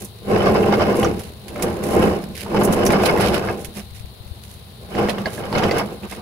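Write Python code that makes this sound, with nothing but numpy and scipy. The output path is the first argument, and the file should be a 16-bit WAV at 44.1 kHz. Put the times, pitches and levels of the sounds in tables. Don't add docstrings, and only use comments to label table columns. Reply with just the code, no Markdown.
import sys
import numpy as np
from scipy import signal
from scipy.fft import rfft, irfft, next_fast_len
from scipy.io import wavfile
from scipy.ndimage import uniform_filter1d

SR = 44100
rng = np.random.default_rng(int(sys.argv[2]) if len(sys.argv) > 2 else 0)


def ratio_of_db(decibels):
    return 10 ** (np.asarray(decibels, float) / 20)


def dump(signal):
    limited = np.clip(np.atleast_2d(signal).T, -1, 1)
    pcm = np.round(limited * 32767).astype(np.int16)
    wavfile.write(sys.argv[1], SR, pcm)


N = 274160

# frequency_hz, relative_level_db
STONE_COLOUR = [(880, -42), (1500, 2), (2400, 4.5), (3800, -0.5), (4900, -1.5), (7700, -3), (10600, 5),
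                (13400, -4.5), (15600, -7), (16500, -42)]
# frequency_hz, left_minus_right_db
STEEL_BALANCE = [(60, -0.5), (180, -1), (550, -0.5), (1650, -1.5), (4970, -7), (15000, 5)]


def evened(x):
    return x / np.sqrt(np.mean(x ** 2) + 1e-20)


def read(points, hz):
    f, value = np.transpose(points)
    return np.interp(np.log(hz + 1), np.log(f + 1), value)


def colour(x, points):
    n = next_fast_len(x.shape[-1])
    gain = ratio_of_db(read(points, np.fft.rfftfreq(n, 1 / SR)))
    return irfft(rfft(x, n) * gain, n)[..., :x.shape[-1]]


def leaned(x, points):
    left = colour(x[0], [(f, db / 2) for f, db in points])
    right = colour(x[1], [(f, -db / 2) for f, db in points])
    return np.array([left, right])


def narrowed(x):
    # frequency_hz, side_gain_db
    side_gain = [(6000, 0.5), (9000, -5.5), (15000, -9)]
    mid = (x[0] + x[1]) / 2
    side = colour((x[0] - x[1]) / 2, side_gain)
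    return np.array([mid + side, mid - side])


def add(mix, s, sound):
    part = mix[:, round(s * SR):][:, :sound.shape[1]]
    part += sound[:, :part.shape[1]]


def ring(modes, factor=1, size=8192):
    t = np.arange(size) / SR
    out = np.zeros(size)
    for hz, db, t60 in modes:
        decay = ratio_of_db(db - 60 * t / max(t60, 0.005))
        out += rng.choice([-1, 1]) * decay * np.sin(2 * np.pi * hz * factor * t)
    return out


def crunchy(x, coarse_db):
    x = colour(x, STONE_COLOUR)
    low = colour(x, [(5000, 0), (7500, -30)])
    return x + (ratio_of_db(coarse_db) - 1) * low


def strokes(s, held, db, rise, fall, sag=0):
    t = np.arange(N) / SR - np.reshape(s, (-1, 1))
    held, db, rise = (np.reshape(v, (-1, 1)) for v in (held, db, rise))
    before = rise * np.minimum(t, 0)
    during = sag * np.clip(t, 0, held)
    after = fall * np.maximum(t - held, 0)
    return ratio_of_db(db + before - during - after)


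def power_sum(gains):
    return np.sqrt((gains ** 2).sum(0) + 1e-12)


def following(judder, db, follow):
    return ratio_of_db(db) * (10 * judder) ** follow


def pull():
    # full_speed_s, held_s, judder_db, rise_db_per_s, scrape_against_judder_db
    drags = [(0.312, 0.62, -16.5, 355, -9), (1.038, 0.0029, -15, 106, -11), (1.64, 0.04, -21, 127, -8.5),
             (1.97, 0.11, -14.5, 85, -10), (2.559, 0.8, -16.5, 174, -7.5), (3.499, 0.0093, -23, 113, -11.5),
             (4.8, 0.05, -59, 27, -10), (4.998, 0.03, -17, 196, -7.5), (5.2, 0.0092, -33, 100, -0.5),
             (5.44, 0.012, -26.5, 89, -5), (5.56, 0.21, -21, 200, -3.5)]
    # time_s, judder_db, scrape_against_judder_db
    nudges = [(0.025, -34, -11), (3.781, -36.5, 2), (4.835, -41.5, -17), (5.271, -28.5, 0),
              (5.928, -29.5, -27), (6.045, -31.5, 0), (6.128, -37.5, 4), (6.182, -34, 0)]
    # start_s, held_s, scrape_db
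    rasps = [(0.345, 0.049, -23.5), (0.405, 0.012, -22.5), (0.45, 0.04, -18.5), (0.552, 0.011, -16),
             (0.727, 0.012, -16), (0.81, 0.015, -16), (1.04, 0.016, -22), (2.02, 0.015, -18.5),
             (2.558, 0.01, -20), (2.62, 0.014, -20.5), (2.91, 0.17, -19.5), (3.055, 0.011, -33),
             (3.09, 0.011, -18.5), (3.207, 0.044, -17), (3.329, 0.043, -20.5), (3.43, 0.078, -26.5),
             (4.93, 0.08, -31.5), (5.04, 0.026, -23.5), (5.552, 0.029, -23.5), (5.64, 0.025, -22.5),
             (5.768, 0.05, -20.5)]
    # time_s, boom_db
    thumps = [(2.06, -14.5), (2.24, -27.5), (2.3, -27.5), (2.7, -14.5), (2.9, -13), (3.79, -33), (5.0, -24),
              (5.21, -24), (5.57, -18), (5.66, -19)]

    full_speed, held, drag_db, rise, drag_scrape_db = np.transpose(drags)
    drag_gains = strokes(full_speed, held, drag_db, rise, fall=108, sag=2.5)
    at, nudge_db, nudge_scrape_db = np.transpose(nudges)
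    nudge_gains = strokes(at, 0, nudge_db, rise=598, fall=361)
    moves = np.vstack([drag_gains, nudge_gains])
    judder = np.hypot(power_sum(moves), ratio_of_db(-52.5))

    scrape_share = ratio_of_db(np.r_[drag_scrape_db, nudge_scrape_db])[:, None]
    steady_scrape = power_sum(moves * scrape_share)
    rasp_gains = strokes(*np.transpose(rasps), rise=800, fall=420)
    scrape = np.hypot(steady_scrape, power_sum(rasp_gains))

    at, thump_db = np.transpose(thumps)
    thump_gains = strokes(at, 0, thump_db, rise=398, fall=227)
    boom = np.hypot(following(judder, -23.5, 0.78), power_sum(thump_gains))
    return judder, boom, scrape


def hiss():
    # frequency_hz, relative_level_db
    hiss_colour = [(180, -32), (300, -23), (584, 0), (678, 4), (737, 0), (978, -1.5), (2320, -13),
                   (3520, -7.5), (3850, -1.5), (4350, -3.5), (6520, -30), (9880, -7.5), (12500, -12.5),
                   (16000, -12)]
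    # frequency_hz, left_minus_right_db
    hiss_balance = [(60, 8.5), (130, -7.5), (290, -15), (640, -0.5), (1410, -4), (3100, 17), (6820, 7),
                    (15000, -6)]
    noise = colour(rng.standard_normal((2, N)), hiss_colour)
    return ratio_of_db(-46) * evened(narrowed(leaned(noise, hiss_balance)))


def wind_and_rumble(judder):
    # frequency_hz, relative_level_db
    gust_colour = [(20, -29), (40, -3.5), (72, 10), (120, 7.5), (170, -2.5), (400, -91)]
    lumps = ratio_of_db(1.1 * evened(uniform_filter1d(rng.standard_normal(N), 2000)))
    a, b = colour(rng.standard_normal((2, N)) * lumps, gust_colour)
    low_noise = evened(np.array([a, 0.58 * a + 0.32 * b]))
    wind_gain, rumble_gain = ratio_of_db(-40), following(judder, -32, 0.85)
    return low_noise * np.hypot(wind_gain, rumble_gain)


def wind_puffs():
    # start_s, level_db (before the gain of each port)
    puffs = [(3.677, -30), (3.909, -30), (3.998, -29), (4.037, -27), (4.199, -31), (4.255, -31),
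             (4.307, -24.5)]
    out = np.zeros((2, N))
    cycles = np.arange(0, 1.5, 70 / SR)
    puff = np.sin(2 * np.pi * cycles) * np.hanning(len(cycles))
    for s, db in puffs:
        add(out, s, ratio_of_db(db) * np.array([2.3 * puff, 0.079 * puff]))
    return out


def scratches():
    # start_s, level_db, centre_hz
    chirrs = [(0.456, -36, 5200), (0.633, -27.5, 2680), (0.726, -36, 5000), (0.822, -30, 5200),
              (1.03, -21, 3060), (1.045, -24.5, 5970), (1.559, -31, 2120), (1.598, -33, 2170),
              (1.63, -29, 2360), (2.864, -17, 5960), (2.904, -18.5, 2300), (3.054, -19.5, 4240),
              (3.174, -20, 1900), (4.94, -32, 2700), (4.99, -28, 2600), (5.183, -31, 2900),
              (5.257, -27, 4460), (5.526, -32, 4300), (5.552, -27, 4070), (5.581, -28, 6240),
              (5.635, -30, 5100), (5.638, -26, 3000), (5.71, -23, 4650), (5.765, -31, 2600),
              (6.032, -36.5, 2770), (6.122, -54, 4500)]
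    out, t = np.zeros((2, N)), np.arange(3000) / SR
    reach = 1 + 0.45
    for s, db, hz in chirrs:
        band = [(hz / reach, -30), (hz, 0), (hz * reach, -30)]
        a, b, c = colour(rng.standard_normal((3, len(t))), band)
        noise = evened(np.array([a + b, a + c]))
        envelope = ratio_of_db(db - 60 * t / 0.056) * np.minimum(t / 0.00066, 1)
        add(out, s, envelope * noise)
    return leaned(out, STEEL_BALANCE)


def snaps():
    # time_s, peak_db (before the left-right balance)
    breaks = [(2.24, -22.5), (2.353, -23), (2.3668, -15.5), (2.388, -25), (2.394, -28), (2.408, -17),
              (2.4172, -20), (4.437, -24.5)]
    out, t = np.zeros((2, N)), np.arange(3000) / SR
    lead = 44
    for s, db in breaks:
        a, b, c = rng.standard_normal((3, len(t))) * ratio_of_db(-60 * t / 0.016)
        a[0] = 3.4
        pair = np.roll([a + 0.24 * b, a + 1.0 * c], lead, axis=1)
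        snap = crunchy(pair, 4.0)
        add(out, s - lead / SR, ratio_of_db(db) * snap / abs(snap).max())
    return leaned(out, STEEL_BALANCE)


def knocks():
    # start_s, level_db, ring_pitch_hz, ring_share (0-1, in power, against tap and clack)
    hits = [(0.729, -19.5, 850, 0.3), (0.798, -24, 1180, 0.6), (1.029, -12, 1060, 0.01),
            (1.048, -20, 1207, 0.5), (1.559, -27, 1275, 0.06), (1.598, -24.5, 1100, 0.08),
            (1.719, -31, 1110, 0), (1.785, -33, 1300, 0.07), (2.463, -27.5, 920, 0.17),
            (2.516, -31, 870, 0.5), (2.546, -21, 880, 0.64), (2.904, -9, 870, 0.01),
            (3.154, -20, 843, 0.55), (3.487, -24.5, 1650, 0.38), (4.951, -17.5, 905, 0),
            (5.086, -10.5, 1130, 0), (5.183, -18.5, 860, 0.01), (5.258, -15.5, 1650, 0.13),
            (5.267, -25.5, 634, 0.64), (5.297, -42, 1650, 0.7), (5.379, -30.5, 1650, 0.18),
            (5.527, -16.5, 883, 0.13), (5.634, -9, 1060, 0), (5.694, -22.5, 2010, 0.1),
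            (5.711, -10.5, 2060, 0.03), (6.033, -32, 876, 0.05), (6.122, -24, 2110, 0.03), ]
    # multiple_of_pitch, relative_level_db, t60_s
    part_modes = [(1.001, 10.5, 0.043), (1.27, 2.5, 0.044), (1.8, -21, 0.038), (2.6, -7, 0.017),
                  (3.7, -34, 0.009)]
    # frequency_hz, relative_level_db
    clack_colour = [(150, 2), (500, 20.5), (1200, 6.5), (2500, 1), (5000, -5.5), (12000, -24)]
    out, t = np.zeros((2, N)), np.arange(3000) / SR
    tap = 1.55 * np.sin(2 * np.pi * 1900 * t) * ratio_of_db(-60 * t / 0.0072)
    for s, db, hz, share in hits:
        a, b, c = colour(rng.standard_normal((3, 3000)), clack_colour)
        clack = evened(np.array([a + 1.1 * b, a + 1.34 * c])) * ratio_of_db(-60 * t / 0.15)
        share = np.clip(share, 0, 1)
        ringing = np.sqrt(share) * ring(part_modes, hz, size=3000)
        dull = 0.45 * np.sqrt(1 - share) * (clack + tap)
        add(out, s, ratio_of_db(db) * (ringing + dull))
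    return out * ratio_of_db([[-1.5], [1.5]])


def grit(judder):
    # start_s, held_s, level_db, coarseness_db (added below 6 kHz)
    crunches = [(0.01, 0.023, -33.5, -7), (0.96, 0.061, -36.5, -2), (1.19, 0.092, -45.5, 1),
                (1.84, 0.096, -36, -2), (1.96, 0.096, -36, -10), (2.377, 0.04, -35.5, 4),
                (2.62, 0.025, -44, -14), (2.73, 0.01, -33, -3), (3.039, 0.036, -31, 1.5),
                (3.2, 0.026, -34.5, 7), (3.25, 0.029, -34, 10), (3.34, 0.0087, -34, 11),
                (3.6, 0.036, -43, -6), (3.769, 0.017, -35, 0.5), (3.958, 0.0045, -43, 0),
                (4.44, 0.094, -48, -3.5), (5.3, 0.084, -41, -1), (6.11, 0.022, -39, 1.5)]
    # time_s, nominal_peak_db, coarseness_db (added below 6 kHz)
    cracks = [(0.046, -18, -25), (1.193, -19.5, -3), (1.481, -23, 3), (1.623, -6.5, -4), (1.834, -23, -19),
              (2.607, -21, -5), (2.634, -9.5, -22), (2.6475, -6.5, -21), (2.7252, -10, -5),
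              (2.8517, -10.5, -10), (2.864, -7.5, -1), (2.9205, -13.5, 0), (3.057, -8.5, 5),
              (3.2087, -12.5, -9), (3.342, -15, 3), (3.646, -16, -2), (5.0942, -16.5, 10),
              (5.5822, -24.5, 15), (5.782, -14.5, 5)]
    # frequency_hz, left_minus_right_db
    grit_balance = [(1500, -3.5), (5000, -13.5), (9000, -6.5), (14000, 1)]

    s, held, db, coarse = np.transpose(crunches)
    ground = strokes(s, held, db, rise=493, fall=294)
    rolling = following(judder, -45.5, 0.33)
    ground = np.vstack([ground, rolling])
    level = power_sum(ground)
    coarse_db = np.r_[coarse, 0.5] @ ground ** 2 / level ** 2

    sizes = ratio_of_db(4.5 * np.minimum(rng.exponential(1, N), 3))
    grains = sizes * (rng.random(N) < 3000 / SR)
    grains *= ratio_of_db(2.9 * evened(uniform_filter1d(rng.standard_normal(N), 300)))
    spot, bed = rng.integers(0, 12, N), np.zeros((2, N))
    t = np.arange(1500) / SR
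    for k in range(12):
        echoes = rng.standard_normal((3, 1500)) * ratio_of_db(-60 * t / 0.012)
        echoes *= np.minimum(t / 0.0012, 1)
        paths = echoes[0] + 6.4 * echoes[1:]
        bed += signal.oaconvolve((grains * (spot == k))[None], paths, axes=1)[:, :N]

    unit = np.std(colour(rng.standard_normal(SR), STONE_COLOUR))
    out = level * crunchy(evened(narrowed(bed)), coarse_db) / unit
    t = np.arange(4410) / SR
    crest = 6.9
    for s, db, coarse in cracks:
        envelope = ratio_of_db(-60 * (t - 0.002) / 0.078) * np.clip(t / 0.0023 - 0.5, 0, 1)
        burst = rng.standard_normal((3, len(t))) * envelope
        crack = crunchy(burst[0] + 1.8 * burst[1:], coarse)
        add(out, s - 0.002, ratio_of_db(db) * crack / unit / crest)
    return leaned(out, grit_balance)


def contacts(per_s, spread_db, spectrum, t60, modes, ringing, clump_db, count):
    # frequency_hz, left_right_likeness (-1 to 1)
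    likeness = [(60, 0.19), (140, 1), (280, 0.93), (550, 0.69), (1650, -0.23), (4970, -0.44), (15000, 0.88)]
    t, out = np.arange(8192) / SR, np.zeros((2, N))
    same = np.clip(read(likeness, np.fft.rfftfreq(8192, 1 / SR)), -1, 1)
    for k in range(count):
        clumps = ratio_of_db(clump_db * evened(uniform_filter1d(rng.standard_normal(N), 1100)))
        sizes = ratio_of_db(spread_db * np.minimum(rng.exponential(1, N), 3))
        jolts = sizes * (rng.random(N) < per_s / count / SR)
        jolts *= rng.choice([-1, 1], N) * clumps
        dense = colour(rng.standard_normal((2, 8192)), spectrum) * ratio_of_db(-60 * t / t60)
        shift = 1 + rng.uniform(-0.010998, 0.0094)
        point_modes = modes[k % len(modes)]
        a, b = rfft([evened(d) + ringing * evened(ring(point_modes, shift)) for d in dense])
        paths = irfft([a, same * a + np.sqrt(1 - same ** 2) * b])
        out += signal.oaconvolve(jolts[None], paths, axes=1)[:, :N]
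    return evened(leaned(out, STEEL_BALANCE))


def deck(judder, booming, scrape):
    # frequency_hz, relative_level_db, t60_s
    shell_modes = [(103, -11.5, 0.16), (201.1, -2.5, 0.23), (222.2, -6.5, 0.15), (271.4, 0.5, 0.078),
                   (352.3, -3.5, 0.15), (413.3, 1, 0.08), (476, 6, 0.057), (522, -8, 0.12),
                   (587.6, -4.5, 0.087), (654.4, -9, 0.14), (802.7, -8, 0.17), (1054, -8.5, 0.11)]
    # frequency_hz, relative_level_db
    judder_colour = [(24, -62), (40, -48), (97, -34), (158, -4.5), (200, -9), (303, -3.5), (404, 0.5),
                     (720, -17.5), (3000, -29), (3900, -88)]
    # frequency_hz, relative_level_db
    scrape_colour = [(400, 1.5), (700, 12), (1150, 6), (1500, 4.5), (2200, -6.5), (3000, -10),
                     (3500, -15.5), (4500, -14.5), (5200, -9.5), (6000, -22), (8000, -67)]
    bracket_pitches = [917, 1180, 1510, 1650, 2160, 2220, 2600, 3000]

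    shell = contacts(1200, spread_db=5.0, spectrum=judder_colour, t60=0.092, modes=[shell_modes],
                     ringing=1.48, clump_db=0.66, count=6)
    boom = colour(shell, [(240, 0), (300, -30)])
    hollow_hz = 423
    hollow = colour(shell, [(hollow_hz / 1.4, -30), (hollow_hz, 0), (hollow_hz * 1.4, -30)])
    hollow_db = np.maximum(5.5 - 4.5 * np.arange(N) / SR, 0)
    shell = shell + (ratio_of_db(hollow_db) - 1) * hollow

    brackets = [[(hz, 0, 0.03)] for hz in bracket_pitches]
    wheels = contacts(900, spread_db=3.0, spectrum=scrape_colour, t60=0.051, modes=brackets,
                      ringing=0.36, clump_db=3.5, count=8)
    return judder * evened(shell - boom) + booming * evened(boom) + scrape * wheels


def scene():
    judder, boom, scrape = pull()
    background = hiss() + wind_and_rumble(judder) + wind_puffs()
    details = scratches() + snaps() + knocks()
    return background + details + grit(judder) + deck(judder, boom, scrape)


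def low_pass(x):
    return signal.sosfilt(signal.butter(12, 16860, fs=SR, output="sos"), x)


def record(dry):
    rounded = 0.94 * np.tanh(dry / 1.014)
    finished = colour(rounded, [(15750, -0.5), (16150, -50)])
    return low_pass(finished)


dry = scene()
out = record(dry)
dump(out)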